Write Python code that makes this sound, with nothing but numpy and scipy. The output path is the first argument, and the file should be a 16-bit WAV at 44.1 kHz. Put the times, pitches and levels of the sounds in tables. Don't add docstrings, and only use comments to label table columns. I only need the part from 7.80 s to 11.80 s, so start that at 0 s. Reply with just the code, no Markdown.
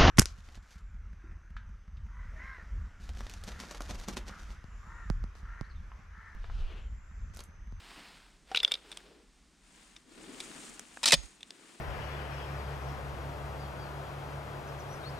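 import sys
import numpy as np
from scipy import signal
from scipy.fft import rfft, irfft
from scipy.io import wavfile

SR = 44100
rng = np.random.default_rng(int(sys.argv[2]) if len(sys.argv) > 2 else 0)


def materialize(psi):
    bounded = np.clip(np.atleast_2d(psi).T, -1, 1)
    quanta = np.round(bounded * 32767).astype(np.int16)
    wavfile.write(sys.argv[1], SR, quanta)


N = 176400
TIME = np.arange(N) / SR


def from_db(db):
    return 10 ** (np.asarray(db) / 20)


def rms_one(x):
    return x / np.sqrt(np.mean(x ** 2) + 1e-20)


def add(out, start_s, sound):
    i = int(start_s * SR)
    out[..., i:i + sound.shape[-1]] += sound[..., :N - i]


def stereo(mid, side):
    return np.array([mid + side, mid - side])


def band(x, low_hz, high_hz, order=4):
    return signal.sosfilt(signal.butter(order, [low_hz, high_hz], "band", fs=SR, output="sos"), x)


def resonance(x, hz, width_hz):
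    r = np.exp(-np.pi * width_hz / SR)
    feedback = [1, -2 * r * np.cos(2 * np.pi * hz / SR), r * r]
    return signal.lfilter(np.array([1, 0, -1]) * (1 - r * r) / 2, feedback, x)


def coloured_noise(spectrum):
    hz, db = np.transpose(spectrum)
    bins_hz = np.maximum(np.arange(N // 2 + 1) * SR / N, 1)
    gain = from_db(np.interp(np.log(bins_hz), np.log(hz), db))
    roll_off = np.minimum(1, bins_hz / hz[0]) ** 2 * np.minimum(1, hz[-1] / bins_hz) ** 2
    return rms_one(irfft(rfft(rng.standard_normal(N)) * gain * roll_off, N))


def drift(rate_hz):
    r = np.exp(-2 * np.pi * rate_hz / SR)
    return rms_one(signal.lfilter([1], [1, -2 * r, r * r], rng.standard_normal(N + SR))[SR:])


def ring(hz, db, t60_s):
    t = TIME[:SR]
    return from_db(db - 60 * t / t60_s) * np.sin(2 * np.pi * hz * t)


def wind():
    # (frequency [Hz], relative density [dB])
    rumble_spectrum = [(20, -13.5), (35, -1), (58, -3), (75, -21), (150, -29.5), (400, -47)]
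    air_spectrum = [(90, -13.5), (170, 3), (300, 0), (520, -10.5), (1500, -11), (9000, -16), (10500, -28),
                    (15000, -41)]
    # (time [s], gain [dB])
    wind_fall = [(0, 6), (1, 0.5), (3.4, -1.5), (3.8, -15)]
    rumble_db = -67.5 + np.interp(TIME, *np.transpose(wind_fall))
    air_db = -66.5 + 0.05 * drift(rate_hz=8.8)
    out = 0
    for spectrum, db in (rumble_spectrum, rumble_db), (air_spectrum, air_db):
        out += from_db(db) * stereo(coloured_noise(spectrum), from_db(-15) * coloured_noise(spectrum))
    return out


def sleeves():
    # (start [s], length [s],
    # swell [s], hollow pitch [Hz], hollow [dB], swish [dB], hiss [dB])
    rubs = [(-.1, 0.49, 0.44, 199, -65.5, -53.5, -67), (0.166, 0.044, 0.026, 177, -58, -64, -84),
            (0.69, 0.3, 0.074, 453, -62, -57, -70), (1.006, 0.25, 0.18, 367, -63, -59, -69),
            (1.221, 0.2, 0.12, 360, -61.5, -68.5, -99), (1.863, 0.32, 0.21, 236, -73, -64.5, -66),
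            (2.319, 0.33, 0.17, 270, -55, -59, -62), (2.524, 0.48, 0.24, 244, -55.5, -54.5, -55),
            (3.049, 0.48, 0.18, 223, -66, -61, -60), (3.683, 0.45, 0.49, 298, -62.5, -61, -63.5)]
    # (frequency [Hz], relative density [dB])
    swish_spectrum = [(200, -17.5), (500, -6), (750, 1), (1500, 2), (2900, 1), (5200, -4.5), (6300, -16.5),
                      (10000, -18.5)]
    hiss_spectrum = [(3000, -18), (5500, -1.5), (7000, 4.5), (9200, 4.5), (10300, -8.5), (13000, -22.5)]
    hollow, swish_power, hiss_power = 0, 0, 0
    for start_s, length_s, swell_s, hz, hollow_db, swish_db, hiss_db in rubs:
        motion = np.clip(0.5 + np.minimum(TIME - start_s, start_s + length_s - TIME) / swell_s, 0, 1)
        fold = rng.standard_normal((2, N))
        for _ in range(2):
            fold = resonance(fold, hz, width_hz=219)
        hollow += from_db(hollow_db) * motion * rms_one(fold)
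        swish_power += (from_db(swish_db) * motion) ** 2
        hiss_power += (from_db(hiss_db) * motion) ** 2
    swish = np.sqrt(swish_power) * [coloured_noise(swish_spectrum) for _ in range(2)]
    hiss = np.sqrt(hiss_power) * [coloured_noise(hiss_spectrum) for _ in range(2)]
    spread = np.interp(TIME, [0.84, 1.76], [0, 1])
    layers = (hollow, 1.5, 2.5, -7), (swish, 0.56, 4.5, -4.5), (hiss, 1.13, 0.5, -11.5)
    out = 0
    for (mid, side), flutter_db, pan_db, side_db in layers:
        flutter = from_db(flutter_db * drift(rate_hz=28))
        grain = from_db(1.5 * drift(rate_hz=182.4))
        pan = from_db(np.array([[pan_db], [-pan_db]]) / 2 * spread)
        out += flutter * grain * pan * stereo(mid, from_db(side_db) * spread * side)
    return out


def contact(modes, levels_db, sides_db, rise_s, hold_s, t60_s, crack_db, direct_db):
    edges_hz = [120, 700, 2400, 6000, 15500]
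    t = TIME[:SR // 8]
    shape, grit_db = (2, len(t)), 3
    envelope = np.minimum(t / rise_s, 1) ** 2 * from_db(-60 * np.maximum(t - hold_s, 0) / t60_s)
    rub = rng.standard_normal(shape)
    grit = from_db(grit_db * np.clip(rng.standard_normal(shape), -2, 2))
    force = rub * grit * envelope + 1e-18
    force[0, int(rise_s * SR / 2)] += 2 * from_db(crack_db)
    body = from_db(direct_db) * force
    for hz, width_hz, db in modes:
        body += from_db(db) * resonance(force, hz, width_hz)
    out = 0
    for low_hz, high_hz, db, side_db in zip(edges_hz, edges_hz[1:], levels_db, sides_db):
        part = band(body, low_hz, high_hz)
        energy = np.sum(part ** 2, axis=1, keepdims=True)
        mid, side = part / np.sqrt(energy / (SR / 100))
        out += from_db(db) * stereo(mid, from_db(side_db) * side)
    return out


def tap(modes, levels_db, t60_s, direct_db):
    return from_db(-3.5) * contact(modes, levels_db, sides_db=[-25.5, -21.5, -47.5, -4], rise_s=0.0008,
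                                   hold_s=0.001, t60_s=t60_s, crack_db=7, direct_db=direct_db)


def shell():
    # (time [s], t60 [s], pitch [Hz],
    # thud [dB], knock [dB], clack [dB], tick [dB])
    taps = [(0.715, 0.029, 1440, -48.5, -47, -48, -60.5), (0.747, 0.016, 2983, -50.5, -33.5, -26, -48.5),
            (0.759, 0.032, 3736, -58, -38.5, -27.5, -41), (0.7716, 0.022, 3790, -61, -36, -22, -42.5),
            (0.7872, 0.055, 3990, -79, -58, -37.5, -54.5), (0.801, 0.017, 3610, -72.5, -50, -29.5, -61.5),
            (0.8305, 0.028, 5120, -56, -35.5, -38, -37), (0.8474, 0.0068, 3400, -60, -41, -16, -54),
            (0.8776, 0.021, 4900, -57.5, -45.5, -41.5, -51.5), (0.9116, 0.07, 3540, -55, -39, -39, -51),
            (0.9178, 0.017, 3610, -51, -45, -23.5, -38), (0.939, 0.016, 3800, -51, -55, -28, -46.5),
            (0.952, 0.013, 3700, -56.5, -50.5, -38, -58)]
    # (frequency [Hz], width [Hz], gain [dB])
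    port_modes = [(491.7, 65, -10.5), (1457, 140, -21.5), (2342, 110, -15.5), (2830, 158, -16),
                  (3520, 240, -5.5), (4900, 256, -19), (9940, 1600, -12), (13230, 1394, -11)]
    # (time [s], frequency [Hz], level [dB], t60 [s])
    rings = [(.7155, 770, -33, 0.076), (0.747, 1470, -24.5, 0.024), (0.7609, 3847, -30.5, 0.11),
             (0.8326, 3490, -22.5, .05), (.8780, 3550, -29.5, 0.037), (.919, 2290, -29, 0.023),
             (.919, 7800, -27, 0.01)]
    out = np.zeros((2, N))
    for start_s, t60_s, hz, *levels_db in taps:
        modes = [*port_modes, (hz, 190, 0)]
        add(out, start_s, tap(modes, levels_db, t60_s, direct_db=-25))
    out += from_db(-18) * sum(resonance(out + 1e-18, hz, width_hz=16) for hz, _, _ in port_modes)
    for start_s, hz, db, t60_s in rings:
        add(out, start_s, ring(hz, db, t60_s))
    return out


def loose_parts():
    # (time [s], t60 [s], pitch [Hz], knock [dB], clack [dB], tick [dB])
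    ticks = [(1.116, 0.017, 3520, -50, -44, -48.5), (1.1245, 0.027, 3540, -53, -45, -58),
             (1.1717, 0.012, 3360, -50, -44, -45), (2.163, 0.034, 5300, -55.5, -49, -60),
             (2.6023, 0.031, 3950, -45.5, -37.5, -41.5), (2.994, 0.0079, 5870, -46.5, -59, -40.5),
             (3.1711, 0.0076, 1630, -43, -60, -58), (3.606, 0.032, 3400, -60, -54.5, -60),
             (3.6297, 0.015, 2860, -57, -41.5, -55), (3.7055, 0.012, 4750, -55.5, -44, -52)]
    # (frequency [Hz], width [Hz], gain [dB])
    fitting_modes = [(3600, 410, 0), (4744, 1400, -22), (8420, 630, -6)]
    out = np.zeros((2, N))
    for start_s, t60_s, hz, knock_db, clack_db, tick_db in ticks:
        modes = [*fitting_modes, (hz, 500, 0)]
        thud_db = knock_db - 8.5
        add(out, start_s, tap(modes, (thud_db, knock_db, clack_db, tick_db), t60_s, direct_db=-18.5))
    return out


def slide():
    # (time [s], rub [s], pitch [Hz],
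    # thud [dB], knock [dB], clack [dB], tick [dB])
    stroke = [(3.2305, 0.00095, 920, -49.5, -36, -36, -36.5),
              (3.2361, 0.0074, 3800, -57, -36, -27.5, -35.5),
              (3.2563, 0.0024, 1400, -45.5, -31.5, -22.5, -24), (3.263, 0.018, 4400, -49, -35.5, -23, -28),
              (3.2777, 0.0054, 3880, -43, -43, -24, -29), (3.2844, 0.0022, 6050, -49, -36, -27, -28.5),
              (3.2927, 0.0071, 700, -56, -43, -30.5, -36), (3.3059, 0.004, 2600, -53, -35.5, -28, -33),
              (3.3194, 0.0053, 4800, -48, -34, -22, -21), (3.3212, 0.0025, 1920, -66, -21.5, -26, -24),
              (3.3274, 0.00067, 530, -27, -35.5, -21.5, -33), (3.3315, 0.00054, 4620, -30, -26, -18.5, -28),
              (3.3386, 0.00067, 3550, -37.5, -29.5, -19.5, -24.5)]
    # (frequency [Hz], width [Hz], gain [dB])
    receiver_modes = [(244.5, 52, 10), (560, 72, 4), (897, 56, 3.5), (1860, 160, 1.5), (2540, 180, 1.5),
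                      (3590, 630, 6), (4100, 330, 5), (4800, 300, 0.5), (5150, 93, 2.5), (8200, 2500, 2)]
    clatter_ring_hz = [2384, 2542, 3104, 3717, 3865, 4015, 4532, 4712, 4935, 5230]
    # (frequency [Hz], level [dB], t60 [s])
    lock_modes = [(164.6, -27, 0.068), (6600, -45, 0.43), (6460, -54, 0.45)]
    lock_s = 3.336
    out = np.zeros((2, N))
    for start_s, rub_s, hz, *levels_db in stroke:
        modes = [*receiver_modes, (hz, 220, 9)]
        scrape = contact(modes, levels_db, sides_db=[-13, -9.5, -19, -2.5], rise_s=0.0016,
                         hold_s=rub_s, t60_s=0.031, crack_db=9, direct_db=-2)
        add(out, start_s, from_db(-2) * scrape)
    out += from_db(-11) * sum(resonance(out + 1e-18, hz, width_hz=50) for hz in clatter_ring_hz)
    for hz, db, t60_s in lock_modes:
        add(out, lock_s, ring(hz, db, t60_s))
    return out


def jolt():
    # (centre [s], half length [s], level [dB])
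    jolts = [(3.387, 0.022, -30.5), (3.448, 0.019, -40)]
    wobble_hz, left_db = 52.6, -17
    wobble = 0
    for centre_s, half_s, db in jolts:
        t = TIME - centre_s
        wobble += from_db(db) * np.exp(-(t / half_s) ** 2) * np.cos(2 * np.pi * wobble_hz * t)
    return np.array([-from_db(left_db) * wobble, wobble])


def soften_top(x):
    shelf_hz, shelf_db, low_pass_hz = 9540, -10, 13900
    below = signal.sosfiltfilt(signal.butter(8, shelf_hz, fs=SR, output="sos"), x)
    shelved = below + from_db(shelf_db) * (x - below)
    return signal.sosfilt(signal.butter(3, low_pass_hz, fs=SR, output="sos"), shelved)


def ground_scatter(x, level_db=-31, t60_s=0.41):
    t = TIME[:SR // 2]
    echo = band(rng.standard_normal((2, len(t))), 251, 7000, order=2) * from_db(-60 * t / t60_s)
    echo /= np.sqrt(np.sum(echo ** 2, axis=1, keepdims=True))
    return from_db(level_db) * signal.fftconvolve(x, echo, axes=1)[:, :N]


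def scene():
    gun = soften_top(shell() + loose_parts() + slide())
    return gun + ground_scatter(gun) + jolt() + sleeves() + wind()


def record(dry):
    cutoff_hz = 15900
    return signal.sosfilt(signal.ellip(10, 0.1, 80, cutoff_hz, fs=SR, output="sos"), dry)


dry = scene()
out = record(dry)
materialize(out)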